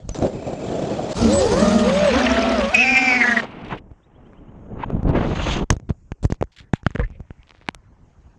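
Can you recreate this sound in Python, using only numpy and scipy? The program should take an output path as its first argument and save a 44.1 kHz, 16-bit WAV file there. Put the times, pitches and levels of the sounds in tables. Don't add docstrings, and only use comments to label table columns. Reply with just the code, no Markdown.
import sys
import numpy as np
from scipy import signal
from scipy.io import wavfile
from scipy.ndimage import uniform_filter1d

SR = 44100
rng = np.random.default_rng(int(sys.argv[2]) if len(sys.argv) > 2 else 0)


def bounce(signal):
    frames = np.transpose(np.atleast_2d(signal))
    limited = np.clip(frames, -1, 1)
    pcm = np.round(limited * 32767).astype(np.int16)
    wavfile.write(sys.argv[1], SR, pcm)


def makeup_ratio(level_db):
    decades = np.asarray(level_db, float) / 20
    return 10 ** decades


N = 369558


def evened(x):
    return x / np.sqrt(np.mean(x ** 2) + 1e-20)


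def noise(size):
    return rng.standard_normal(size)


def add(mix, start_s, sound):
    part = mix[round(start_s * SR):][:len(sound)]
    part += sound[:len(part)]


def add_rows(mix, make, table, *settings):
    for row in table:
        add(mix, *make(*row, *settings))


def columns(rows):
    times_s, *rest = np.transpose(rows)
    t = np.arange(times_s[0], times_s[-1], 1 / SR)
    return times_s[0], [np.interp(t, times_s, column) for column in rest]


def wander(size, hz):
    lowpass = signal.butter(2, hz, fs=SR, output="sos")
    return evened(signal.sosfilt(lowpass, noise(size + 4000))[4000:])


def angle(hz):
    return 2 * np.pi * (np.cumsum(hz) / SR + rng.random())


def band(x, low_hz, high_hz):
    return signal.sosfilt(signal.butter(3, [low_hz, high_hz], "band", fs=SR, output="sos"), x)


def resonate(x, hz, width_hz):
    turn = np.exp(1j * angle(hz * np.ones(len(x))))
    r = np.exp(-np.pi * width_hz / SR)
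    return 2 * (turn * signal.lfilter([1 - r], [1, -r], x / turn)).real


def faded(x, fade_s):
    return x * signal.windows.tukey(len(x), min(1, 2 * fade_s * SR / len(x)))


def capsule_hiss():
    return makeup_ratio(-84 + 3.5 * wander(N, 2.5)) * evened(band(noise(N), 5100, 7800))


CROSSOVER_HZ = [130, 900, 3600]
# pitch_hz, density_db [dB per Hz]
IDLE_COLOUR = [(20, -2), (208, 4), (631, 0), (954, -23), (2360, -36), (7350, -38), (12000, -72),
               (17000, -115)]
CLIMB_COLOUR = [(20, -20), (65, 4), (113, -11.5), (552, -13.5), (1410, -22.5), (6530, -29.5), (9390, -40.5),
                (11500, -73.5)]
FALL_COLOUR = [(20, 7.5), (81, -6.5), (246, -1), (881, -16.5), (2990, -31.5), (5400, -54.5), (6530, -47),
               (13000, -104)]
REST_COLOUR = [(20, -2.5), (54, 3.5), (358, -21), (1110, -47), (3750, -64.5), (6620, -45.5), (12000, -61),
               (17000, -99.5)]
# time_s, strength_db, bite_db [roar over wash]
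WAKE = [(0.0, -49, -6), (0.034, -58, 2), (0.085, -51, -9), (0.087, -42, 7.5), (0.145, -52, -3)]
IDLE = [(0.145, -33, -0.5), (0.175, -39, 4), (0.19, -21.5, -18), (0.212, -26.5, -9.5), (0.228, -15, -15),
        (0.258, -15.5, -17), (0.275, -26.5, -9.5), (0.36, -30, -11.5), (0.44, -32, -9), (0.48, -23, -13),
        (0.56, -30, -10), (0.68, -26, -8.5), (0.922, -21.5, -11), (1.074, -28.5, -6.5),
        (1.114, -20.5, -6.5), (1.128, -28.5, 1.5), (1.135, -42.5, -3.5), (1.15, -41, 12)]
CLIMB = [(1.15, -28, -18), (1.194, -23.5, -13.5), (1.66, -22.5, -12), (2.036, -33, 7.5), (2.12, -31, 8.5),
         (2.606, -35.5, 8), (2.886, -37.5, 3), (3.404, -37.5, 10.5), (3.42, -46.5, -1)]
COAST = [(3.42, -28.5, -1), (3.442, -35, 1), (3.47, -39.5, -5), (3.69, -35, -7.5), (3.712, -28, -2),
         (3.745, -26.5, -4.5), (3.8, -46, -23), (4.02, -60.5, -5.5), (4.22, -48.5, -11.5),
         (4.69, -43, -18.5), (4.715, -30.5, -27), (4.78, -36, -22.5)]
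DIVE = [(4.77, -36, -21), (4.80, -32, -7.5), (4.842, -34.5, 7.5), (4.852, -35.5, -25), (4.888, -34.5, -18),
        (4.9, -30, -14), (4.93, -26.5, -25), (5.0, -30.5, -23), (5.038, -33, -24), (5.048, -21, -36.5),
        (5.09, -17.5, -19.5), (5.125, -19, -25), (5.154, -15.5, -11.5), (5.255, -20.5, -10.5),
        (5.29, -19.5, -20), (5.35, -27, -4.5), (5.53, -27.5, -0.5), (5.643, -21.5, -20)]
REST = [(5.64, -65.5, -3), (5.82, -52.5, -17.5), (6.62, -72.5, 1), (6.92, -67, -4), (7.13, -52.5, -18),
        (7.3, -62, -5.5), (8.38, -56, -6)]
# time_s, strength_db, bite_db
RUSH = [
    (5.15, -80.5, 0.0045),
    (5.53, -48, 0),
    (5.643, -74, 0.0068),
]


def air(rows, colour, buffet_db, hiss_db, hiss_bite, gust_db, patchy_db):
    start_s, (wash, bite) = columns(rows)
    buffet = buffet_db + 0.49 * wash - 0.43 * bite
    levels_db = [buffet, wash, wash + bite, hiss_db + wash + hiss_bite * bite]
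    size = len(wash)
    hz = np.fft.rfftfreq(1024, 1 / SR)
    real, imag, patches = rng.standard_normal((size // 256 + 6, 513, 3)).T
    patches = uniform_filter1d(patches, size=10, axis=0)
    patches = evened(uniform_filter1d(patches, size=6, axis=1))
    colour_hz, colour_db = np.transpose(colour)
    tilt_db = np.interp(np.log(hz + 1), np.log(colour_hz), colour_db, right=-120)
    spectrum = (real + 1j * imag) * makeup_ratio(tilt_db[:, None] + patchy_db * patches)
    above = [1 / (1 + (c / (hz + 1)) ** 8) for c in CROSSOVER_HZ]
    above = [np.ones(513)] + above + [np.zeros(513)]
    gusts = wander(size, 50)
    gusts = makeup_ratio(gust_db * evened(gusts - uniform_filter1d(gusts, size=5000)))
    out = np.zeros(size)
    for k, level_db in enumerate(levels_db):
        share = np.sqrt(np.maximum(above[k] - above[k + 1], 0))[:, None]
        layer = signal.istft(spectrum * share, nperseg=1024, noverlap=768)[1][:size]
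        out += makeup_ratio(uniform_filter1d(level_db, size=250)) * evened(gusts * layer)
    return start_s, faded(out, 0.0018)


# start_s, length_s, pitch_hz, width_hz, level_db
WHISTLES = [(.15, .98, 7300, 110, -55), (2.75, .6, 6200, 1400, -42), (1.17, .8, 9800, 1300, -58),
            (1.9, .8, 2600, 900, -38), (3.42, .37, 2300, 1600, -47), (1.3, .5, 1820, 200, -42),
            (.093, .07, 6020, 40, -47), (1.17, 1.1, 6500, 400, -46), (1.17, .9, 4900, 400, -47),
            (5.92, .2, 6900, 900, -78), (4.45, .6, 6600, 600, -84), (4.65, .4, 6600, 600, -80),
            (5.08, .03, 4000, 2000, -54), (5.15, .25, 3800, 2500, -51), (2.15, .45, 390, 110, -29),
            (.984, .016, 620, 250, -21), (6.62, .08, 1700, 500, -66), (5.4, .2, 2700, 700, -38),
            (8.05, .33, 6600, 900, -82), (1.17, .6, 11300, 700, -66), (7.39, .035, 2100, 350, -62),
            (3.43, .02, 520, 120, -28), (7.05, .13, 2300, 1100, -63), (7.18, .3, 1900, 1400, -69),
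            (6.99, .03, 1400, 1500, -39), (7.02, .045, 1700, 1300, -53), (6.745, .08, 850, 150, -62)]


def whistle(start_s, length_s, hz, width_hz, level_db):
    size = round(length_s * SR)
    sound = noise(size) * makeup_ratio(3 * wander(size, 30))
    for width in (width_hz, width_hz, 2 * width_hz):
        sound = resonate(sound, hz, width)
    return start_s, faded(makeup_ratio(level_db) * evened(sound), 0.0033)


# start_s, length_s, pops_per_s, level_db
CRACKLE = [(7.47, 0.24, 840, -63.5)]


def crackle(start_s, length_s, pops_per_s, level_db):
    chance, size = rng.random((round(length_s * SR), 2)).T
    pops = (chance < pops_per_s / SR) * makeup_ratio(24.0 * size ** 2)
    return start_s, makeup_ratio(level_db) * evened(band(pops, 900, 4200))


# start_s, length_s, from_hz, to_hz, level_db
CHIRPS = [
    (4.02, .035, 2700, 3850, -63),
    (4.135, .04, 2700, 3350, -62),
    (4.235, .045, 2300, 3250, -61),
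    (4.355, .04, 2200, 3200, -58),
    (4.465, .04, 2400, 3100, -62),
    (4.833, 0.0086, 895, 960, -13),
    (1.19, .1, 1150, 1380, -32),
    (6.978, 0.091, 59.4, 36.3, -13),
    (6.995, .07, 150, 105, -24),
]


def chirp(start_s, length_s, from_hz, to_hz, level_db):
    u = np.arange(round(length_s * SR)) / (length_s * SR)
    hz = from_hz + (to_hz - from_hz) * np.sin(1.6 * u)
    return start_s, makeup_ratio(level_db) * np.sin(np.pi * u * np.sqrt(u)) * np.sin(angle(hz))


# start_s, length_s, pitch_hz, level_db
WARBLE = [(.32, .8, 2450, -49), (.65, .47, 3250, -48)]


def warble(start_s, length_s, hz, level_db):
    size = round(length_s * SR)
    wobble = .07 * np.sin(angle(28 + 4. * wander(size, 8)))
    tone = np.sin(angle(hz * (1 + wobble)))
    return start_s, faded(makeup_ratio(level_db + 2.5 * wander(size, 25)) * tone, 0.019)


# start_s, peak_db, pitch_hz
TICKS = [(3.6172, -48, 2400), (3.6473, -32, 2170), (3.6644, -32, 1800), (3.683, -36, 2000),
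         (3.709, -33, 1810), (3.721, -42, 2400), (3.7354, -38, 1600), (3.7547, -43, 2380),
         (3.7774, -46, 2220), (3.7894, -45, 1990)]
DRIPS = [(6.9174, -38, 1610), (6.9805, -29, 1400), (7.0394, -37, 1840), (7.0474, -34, 1590),
         (7.0794, -40, 1200), (7.1114, -44, 1560), (7.1224, -44, 929), (7.2514, -49, 897),
         (7.4315, -37.5, 1876), (7.4799, -41, 2010), (7.4939, -33, 1790), (7.5073, -28.5, 1750),
         (7.5194, -35, 1480), (7.5492, -34, 1350), (7.5712, -43, 1300), (7.5926, -48, 1210),
         (7.6136, -35, 1210), (7.6214, -38, 1380), (7.6304, -40, 1095), (7.6434, -48, 1340),
         (7.6655, -37, 1470), (7.6774, -37, 1560), (7.687, -13, 3000), (7.7472, -18, 4200),
         (6.472, -50, 900), (6.848, -47, 2180)]


def tick(start_s, peak_db, hz, decay_s):
    t = np.arange(900) / SR
    snap = band(noise(len(t)) * np.exp(-t / decay_s), .12 * hz, 1.7 * hz)
    return start_s, makeup_ratio(peak_db) * snap / np.abs(snap).max()


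# start_s, peak_db, pitch_hz
PINGS = [(2.1402, -28, 5590), (2.1572, -22.5, 5460), (2.1881, -25, 6200), (2.2186, -27, 5700),
         (2.234, -21, 5130), (2.253, -23, 5500), (2.301, -24, 5730), (2.3158, -19.5, 5400),
         (2.3922, -25, 5240), (2.4241, -21.5, 5500), (2.4934, -24, 5310), (2.5827, -24, 5260),
         (2.597, -28, 5100), (2.2111, -13.5, 1560), (2.2645, -10.5, 2700), (2.2665, -11, 1850),
         (2.3667, -13.5, 1810), (2.4316, -17.5, 2300), (3.3141, -37, 8400)]
BUBBLES = [(6.991, -19.5, 484), (6.996, -27, 1880), (7.008, -30, 1053), (7.033, -27.5, 1800),
           (7.15, -50, 520)]


def ping(start_s, peak_db, hz, ring_s):
    t = np.arange(2600) / SR
    u = t / ring_s * np.sqrt(hz / 1000)
    rough = np.sin(angle(hz * (1 + .05 * wander(len(t), 250))))
    rough = rough + .5 * np.sin(angle(1.13 * hz + 0 * t))
    return start_s, makeup_ratio(peak_db) * u * np.exp(1 - u) * rough / 1.1


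# start_s, length_s, rumble_db, rasp_db, rasp_hz
SCRAPES = [(5.701, 0.044, -11, -39.5, 4970), (5.89, 0.031, -20, -50, 3000), (6.227, 0.041, -21, -43, 5900),
           (6.301, 0.053, -34, -48, 4460), (6.516, 0.091, -78, -60.5, 3970),
           (6.562, 0.046, -58, -48.5, 3210), (6.584, 0.049, -57, -44.5, 3040),
           (6.603, 0.13, -46.5, -72, 1500), (6.732, 0.066, -72, -46, 2710), (6.851, 0.17, -52, -57.5, 2530),
           (6.947, 0.028, -26, -47, 2320), (6.986, 0.054, -27, -55, 1900), (7.194, 0.021, -35, -68, 1500)]


def scrape(start_s, length_s, rumble_db, rasp_db, rasp_hz):
    size = round(1.3 * length_s * SR)
    grit = noise(size) * makeup_ratio(3.6 * wander(size, 150))
    port = (rasp_hz / 5500) ** 2 * resonate(grit, 7200, 800)
    rasp = evened(band(grit, 0.42 * rasp_hz, 1.38 * rasp_hz) + port)
    rumble = wander(size, 190)
    sound = makeup_ratio(rumble_db) * rumble + makeup_ratio(rasp_db) * rasp
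    return start_s, faded(sound * np.geomspace(1.9, .07, size), 0.003)


# start_s, crack_db, thump_hz, thump_db, knock_db
BUMPS = [(0.0914, -14.5, 54, -18.5, -50), (0.1452, -20, 80.7, -50, -30), (0.1876, -22, 330, -17.5, -49),
         (0.225, -27, 180, -8.5, -31), (4.272, -68, 220, -41, -51), (4.333, -68, 258, -40.5, -38),
         (5.0927, -50, 150, -8.5, -26), (4.9032, -52, 420, -18, -33), (5.031, -39, 96, -17, -47),
         (3.915, -74, 79, -31.5, -64)]
BOUNCES = [(5.7038, 1, 94.2, -8.5, 4.5), (5.7261, -21.5, 79.5, -14, -34), (5.766, -35, 93, -20.5, -41),
           (5.7988, -41.5, 250, -34.5, -35.5), (5.896, -38, 80, -25.5, -29),
           (5.9043, -53, 110.2, -9.5, -50), (6.2445, -41, 167.7, -14.5, -47),
           (6.2514, -20.5, 89.5, -5.5, -27), (6.3012, -44, 215, -17, -45), (6.343, -40, 81, -51, -38),
           (6.412, -31, 123, -13.5, -19.5), (6.4255, -34.5, 485, -7.5, -24), (6.4388, -38, 77, -25.5, -38)]
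SLAPS = [(6.7355, -18.5, 170, -3.5, -5.5), (6.865, -26, 142, -4.5, -3.5), (6.8319, -42, 79.5, -31, -37),
         (6.9056, -35, 80.7, -28, -31), (6.9535, -39, 154, -15, -23), (6.9586, -39, 450, -19, -12.5),
         (6.995, -49, 78, -10.5, -12.5), (7.032, -50, 199, -45, -32), (7.047, -51, 79, -36, -48),
         (7.1024, -48, 104, -33.5, -41), (7.204, -47, 80, -24, -55), (7.6873, -36, 240, -16.5, -6.5)]
STOPS = [(6.119, -29, 78.3, -16, -23), (6.323, -19, 97, -7.5, -20.5), (7.307, -60.5, 79, -23.5, -31.5)]
DAMPING = [1.5, 1.53, 1.94, 5]


def blow(start_s, crack_db, thump_hz, thump_db, knock_db, damping_per_cycle):
    t = np.arange(2600) / SR
    swing = np.sin(2 * np.pi * thump_hz * t / (1 + 25 * t) + 1.0)
    push = swing * np.exp(-damping_per_cycle * thump_hz * t) * (1 - np.exp(-t / 0.0003))
    knock = band(noise(len(t)) * np.exp(-t / 0.00076), 480, 1940)
    crack_decay = np.exp(-t / 0.0016) + 0.071 * np.exp(-t / 0.0026)
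    crack = band(noise(len(t)) * crack_decay, 1700, 6500)
    crack = crack + 9.5 * resonate(crack, 6600, 610)
    parts = ((thump_db + 4.0, push), (knock_db, knock), (crack_db - 4.5, crack))
    return start_s, sum(makeup_ratio(peak_db) * p / np.abs(p).max() for peak_db, p in parts)


# time_s, pitch_hz, level_db
SWAY = [(1.18, 73, -35.5), (1.294, 82.9, -30), (1.784, 70.5, -37.5), (2.162, 69.8, -31.5),
        (2.72, 57.8, -34)]


def sway():
    start_s, (hz, level_db) = columns(SWAY)
    unsteady = makeup_ratio(level_db + 4.9 * wander(len(hz), 16))
    return start_s, faded(np.sqrt(2) * unsteady * np.sin(angle(hz)), 0.017)


# time_s, mean_hz, level_db
SHAFTS = [
    [(1.17, 210.6, -4), (1.242, 229.6, -14), (1.4, 194, -20.5)],
    [(1.45, 143.4, -30), (1.63, 201.9, -14.5), (1.796, 218.1, -12.5), (2.07, 178, -23),
     (2.18, 263.6, -15.5), (2.242, 243.8, -19), (2.56, 231.6, -18.5), (2.71, 198.3, -24.5)],
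    [(2.73, 213.8, -18), (2.858, 245.9, -26), (3.062, 253.6, -23), (3.36, 221.8, -24.5), (3.45, 215.2, -30)],
]


def shafts(rows, spread_hz):
    start_s, (hz, level_db) = columns(rows)
    tone = 0
    turns = []
    for offset, gain_db in ((-0.35, 4.8), (0.6, 5.5), (0.17, 5.2)):
        a = angle(hz + offset * spread_hz + 3.7 * wander(len(hz), 11.0))
        turns.append(a)
        orders = np.sin(a) + .25 * np.sin(2 * a) + .14 * np.sin(3 * a) + .07 * np.sin(6 * a)
        tone = tone + makeup_ratio(gain_db) * orders
    swell = makeup_ratio(2.5 * np.sin(2.3 * turns[0] / 20))
    return start_s, faded(makeup_ratio(level_db) * evened(tone * swell), 0.055)


# time_s, shaft_hz, level_db, ring_hz, width_hz
RATTLE = [
    [(2.737, 285, -34.5, 2570, 110), (2.748, 284.3, -5, 2500, 110), (2.768, 272, -17, 2440, 130),
     (2.79, 286, -13, 2550, 110), (2.822, 288, -11, 2660, 110), (2.852, 255, -18.5, 2400, 150)],
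    [(2.846, 261, -24, 2320, 148), (2.875, 261, -12, 2400, 258), (2.91, 271.4, -17, 2400, 120),
     (2.942, 262, -16.5, 2370, 160), (2.978, 265, -9.5, 2360, 333), (3.008, 266, -19.5, 2360, 197),
     (3.07, 261, -15.5, 2350, 220), (3.09, 262, -15.5, 2310, 180)],
    [(3.084, 255.3, -16.5, 2310, 180), (3.11, 251.8, -15, 2340, 230), (3.138, 248, -17.5, 2260, 168),
     (3.166, 253.4, -12, 2210, 272), (3.186, 239, -23, 2230, 200), (3.212, 239.7, -11.5, 2090, 200),
     (3.244, 219.3, -14.5, 1950, 200)],
    [(3.236, 246, -12, 1830, 201), (3.256, 242.6, -18.5, 1840, 200), (3.292, 242, -12, 1847, 201),
     (3.302, 233.6, -23, 1820, 200), (3.32, 238, -11.5, 1770, 200), (3.348, 228.5, -26.5, 1760, 200)],
    [(3.358, 256.3, -36, 1950, 201), (3.372, 239.2, -7.5, 1920, 200), (3.386, 231.5, -26.5, 1840, 200),
     (3.4, 232, -12.5, 1860, 200), (3.415, 228.6, -66, 1830, 200)],
]


def rattle(rows):
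    start_s, (hz, level_db, ring_hz, width_hz) = columns(rows)
    size = len(hz)
    turn = angle(hz * (1 + 0.004 * wander(size, 56)))
    reach = []
    for k in range(4, 14):
        peak = np.exp(-((k * hz - ring_hz) / width_hz) ** 2)
        skirt = np.exp(-((k * hz - ring_hz + 150) / 750) ** 2)
        reach.append(peak + 0.2 * skirt)
    reach = reach / np.linalg.norm(reach, axis=0)
    strikes = evened(sum(g * np.cos(k * turn + .04 * k * k) for k, g in enumerate(reach, start=4)))
    buzz = evened(resonate(resonate(noise(size), ring_hz, 640), ring_hz, 300))
    third = np.cos(27 * turn) * np.clip((hz - 235) / 20, 0, 1) * np.clip((275 - hz) / 10, 0, 1)
    high = sum(makeup_ratio(3 * wander(size, 40)) * np.cos(k * turn + k * k) for k in range(18, 22))
    high = high + evened(band(noise(size), 4500, 5900))
    high_gain = makeup_ratio(.3 * level_db - 34) * np.clip((ring_hz - 1900) / 400, .25, 1)
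    high = high_gain * (high + .7 * third)
    overtones = makeup_ratio(-19) * (hz < 254) * np.cos(1.6 * turn) + makeup_ratio(-24) * np.cos(2 * turn)
    flutter_db = 1.3 * wander(size, 32)
    sound = makeup_ratio(level_db + flutter_db) * (strikes + .42 * buzz + overtones) + high
    return start_s, faded(sound, 0.005)


# time_s, pitch_hz, level_db
ROTOR_A = [(1.22, 263, -21), (1.3, 509, -17.5), (1.34, 565, -18), (1.362, 564, -16.5), (1.394, 562, -14.5),
           (1.422, 517.4, -15.5), (1.54, 371, -21), (1.68, 222.6, -30)]
ROTOR_B = [(1.22, 255, -27), (1.36, 338, -24), (1.538, 490, -22), (1.62, 595, -18), (1.746, 628, -22.5),
           (1.86, 608, -23), (1.93, 550, -27), (1.978, 520, -35), (2.11, 480, -36), (2.14, 500, -21),
           (2.258, 640, -24.5), (2.37, 676, -22), (2.55, 664, -21), (2.635, 545, -21), (2.69, 565, -22),
           (2.73, 720, -27)]
ROTOR_C = [(1.72, 225.6, -35), (1.876, 512.5, -16), (2.012, 602, -16.5), (2.084, 564.5, -13.5),
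           (2.15, 390, -24)]
ROTOR_D = [(2.715, 707, -35), (2.74, 742, -19.5), (2.764, 629, -28), (2.812, 748, -25), (2.858, 774.4, -25),
           (3.096, 760, -24.5), (3.28, 719, -31), (3.4, 664, -30), (3.42, 630, -34.5)]
ROTOR_E = [(2.13, 600, -36), (2.18, 735, -27), (2.23, 770, -27), (2.3, 640, -33), (2.42, 590, -29),
           (2.55, 560, -30), (2.68, 480, -36)]
# pitch_hz, width_hz, pole_order [of the blade rate]
BELL = (7860, 260, 14)


def blade_overtones(a):
    return np.sin(2 * a) + .45 * np.sin(3 * a) + .15 * np.sin(4 * a)


def rotor(rows, fine_db, octave_db, bell_db, near_db):
    start_s, (hz, level_db) = columns(rows)
    size = len(hz)
    turn = angle(hz * (1 + .007 * wander(size, 40)))
    bell_hz, width_hz, order = BELL
    bell = makeup_ratio(bell_db) * np.exp(-((order * hz - bell_hz) / width_hz) ** 2)
    bell = bell * (1 + 0.7 * np.cos(turn / 3))
    tone = np.sin(turn) + makeup_ratio(octave_db) * blade_overtones(turn) + bell * np.sin(order * turn)
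    fine = sum((4 / k) ** 1.5 * np.sin(k * turn / 3 + k * k) for k in range(4, 14) if k % 3)
    tone += makeup_ratio(fine_db + 1.9 * wander(size, 25)) * fine
    near = angle(hz * (1.05 + 0.044 * wander(size, 4.6)))
    neighbour = np.sin(near) + makeup_ratio(octave_db) * blade_overtones(near)
    tone += makeup_ratio(near_db + 4.0 * wander(size, 4.6)) * neighbour
    return start_s, faded(np.sqrt(2) * makeup_ratio(level_db + 0.99 * wander(size, 21)) * tone, 0.021)


def scene():
    mix = capsule_hiss()
    for rows, colour, buffet_db, hiss_db, hiss_bite, gust_db, patchy_db in (
            (WAKE, IDLE_COLOUR, -7.5, -11.5, 0.3, -1.0, 3.0),
            (IDLE, IDLE_COLOUR, -29.5, -10, 1.33, 1.7, 1.2),
            (CLIMB, CLIMB_COLOUR, -22.5, -8.0, 0.05, 1.5, 2.0),
            (COAST, FALL_COLOUR, -26, -10.0, 6.2, 1.5, 1.5),
            (DIVE, FALL_COLOUR, -17.0, -32.5, 0.58, 2.5, 1.5),
            (RUSH, FALL_COLOUR, 6.5, 22.5, 0, 2.0, 1.2),
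            (REST, REST_COLOUR, -22.5, -20.0, 3.6, -0.5, 3.0)):
        add(mix, *air(rows, colour, buffet_db, hiss_db, hiss_bite, gust_db, patchy_db))
    add_rows(mix, whistle, WHISTLES)
    add_rows(mix, crackle, CRACKLE)
    add_rows(mix, chirp, CHIRPS)
    add_rows(mix, warble, WARBLE)
    add_rows(mix, tick, TICKS, .003)
    add_rows(mix, tick, DRIPS, .0006)
    add_rows(mix, ping, PINGS, .0028)
    add_rows(mix, ping, BUBBLES, .0055)
    add_rows(mix, scrape, SCRAPES)
    for table, damping_per_cycle in zip((BUMPS, BOUNCES, SLAPS, STOPS), DAMPING):
        add_rows(mix, blow, table, damping_per_cycle)
    add(mix, *sway())
    for rows, spread_hz in zip(SHAFTS, (15, 38, 26)):
        add(mix, *shafts(rows, spread_hz))
    for rows in RATTLE:
        add(mix, *rattle(rows))
    add(mix, *rotor(ROTOR_A, fine_db=-37, octave_db=-46.5, bell_db=-11, near_db=-20))
    add(mix, *rotor(ROTOR_B, fine_db=-19, octave_db=-10, bell_db=-45, near_db=-8))
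    add(mix, *rotor(ROTOR_C, fine_db=-27, octave_db=-22, bell_db=-26, near_db=-12))
    add(mix, *rotor(ROTOR_D, fine_db=-24, octave_db=-7, bell_db=-45, near_db=-24))
    add(mix, *rotor(ROTOR_E, fine_db=-13, octave_db=-10, bell_db=-45, near_db=-8))
    return mix[None]


def top_cut(x):
    return signal.sosfilt(signal.butter(12, 15610, fs=SR, output="sos"), x)


def record(dry):
    thin = 0.77 * signal.sosfilt(signal.butter(2, 24, "high", fs=SR, output="sos"), dry)
    firm = thin / (1. + (thin / 0.67) ** 12) ** (1 / 12)
    dull = signal.sosfilt(signal.butter(4, 11000, fs=SR, output="sos"), firm)
    return top_cut(dull)


dry = scene()
out = record(dry)
bounce(out)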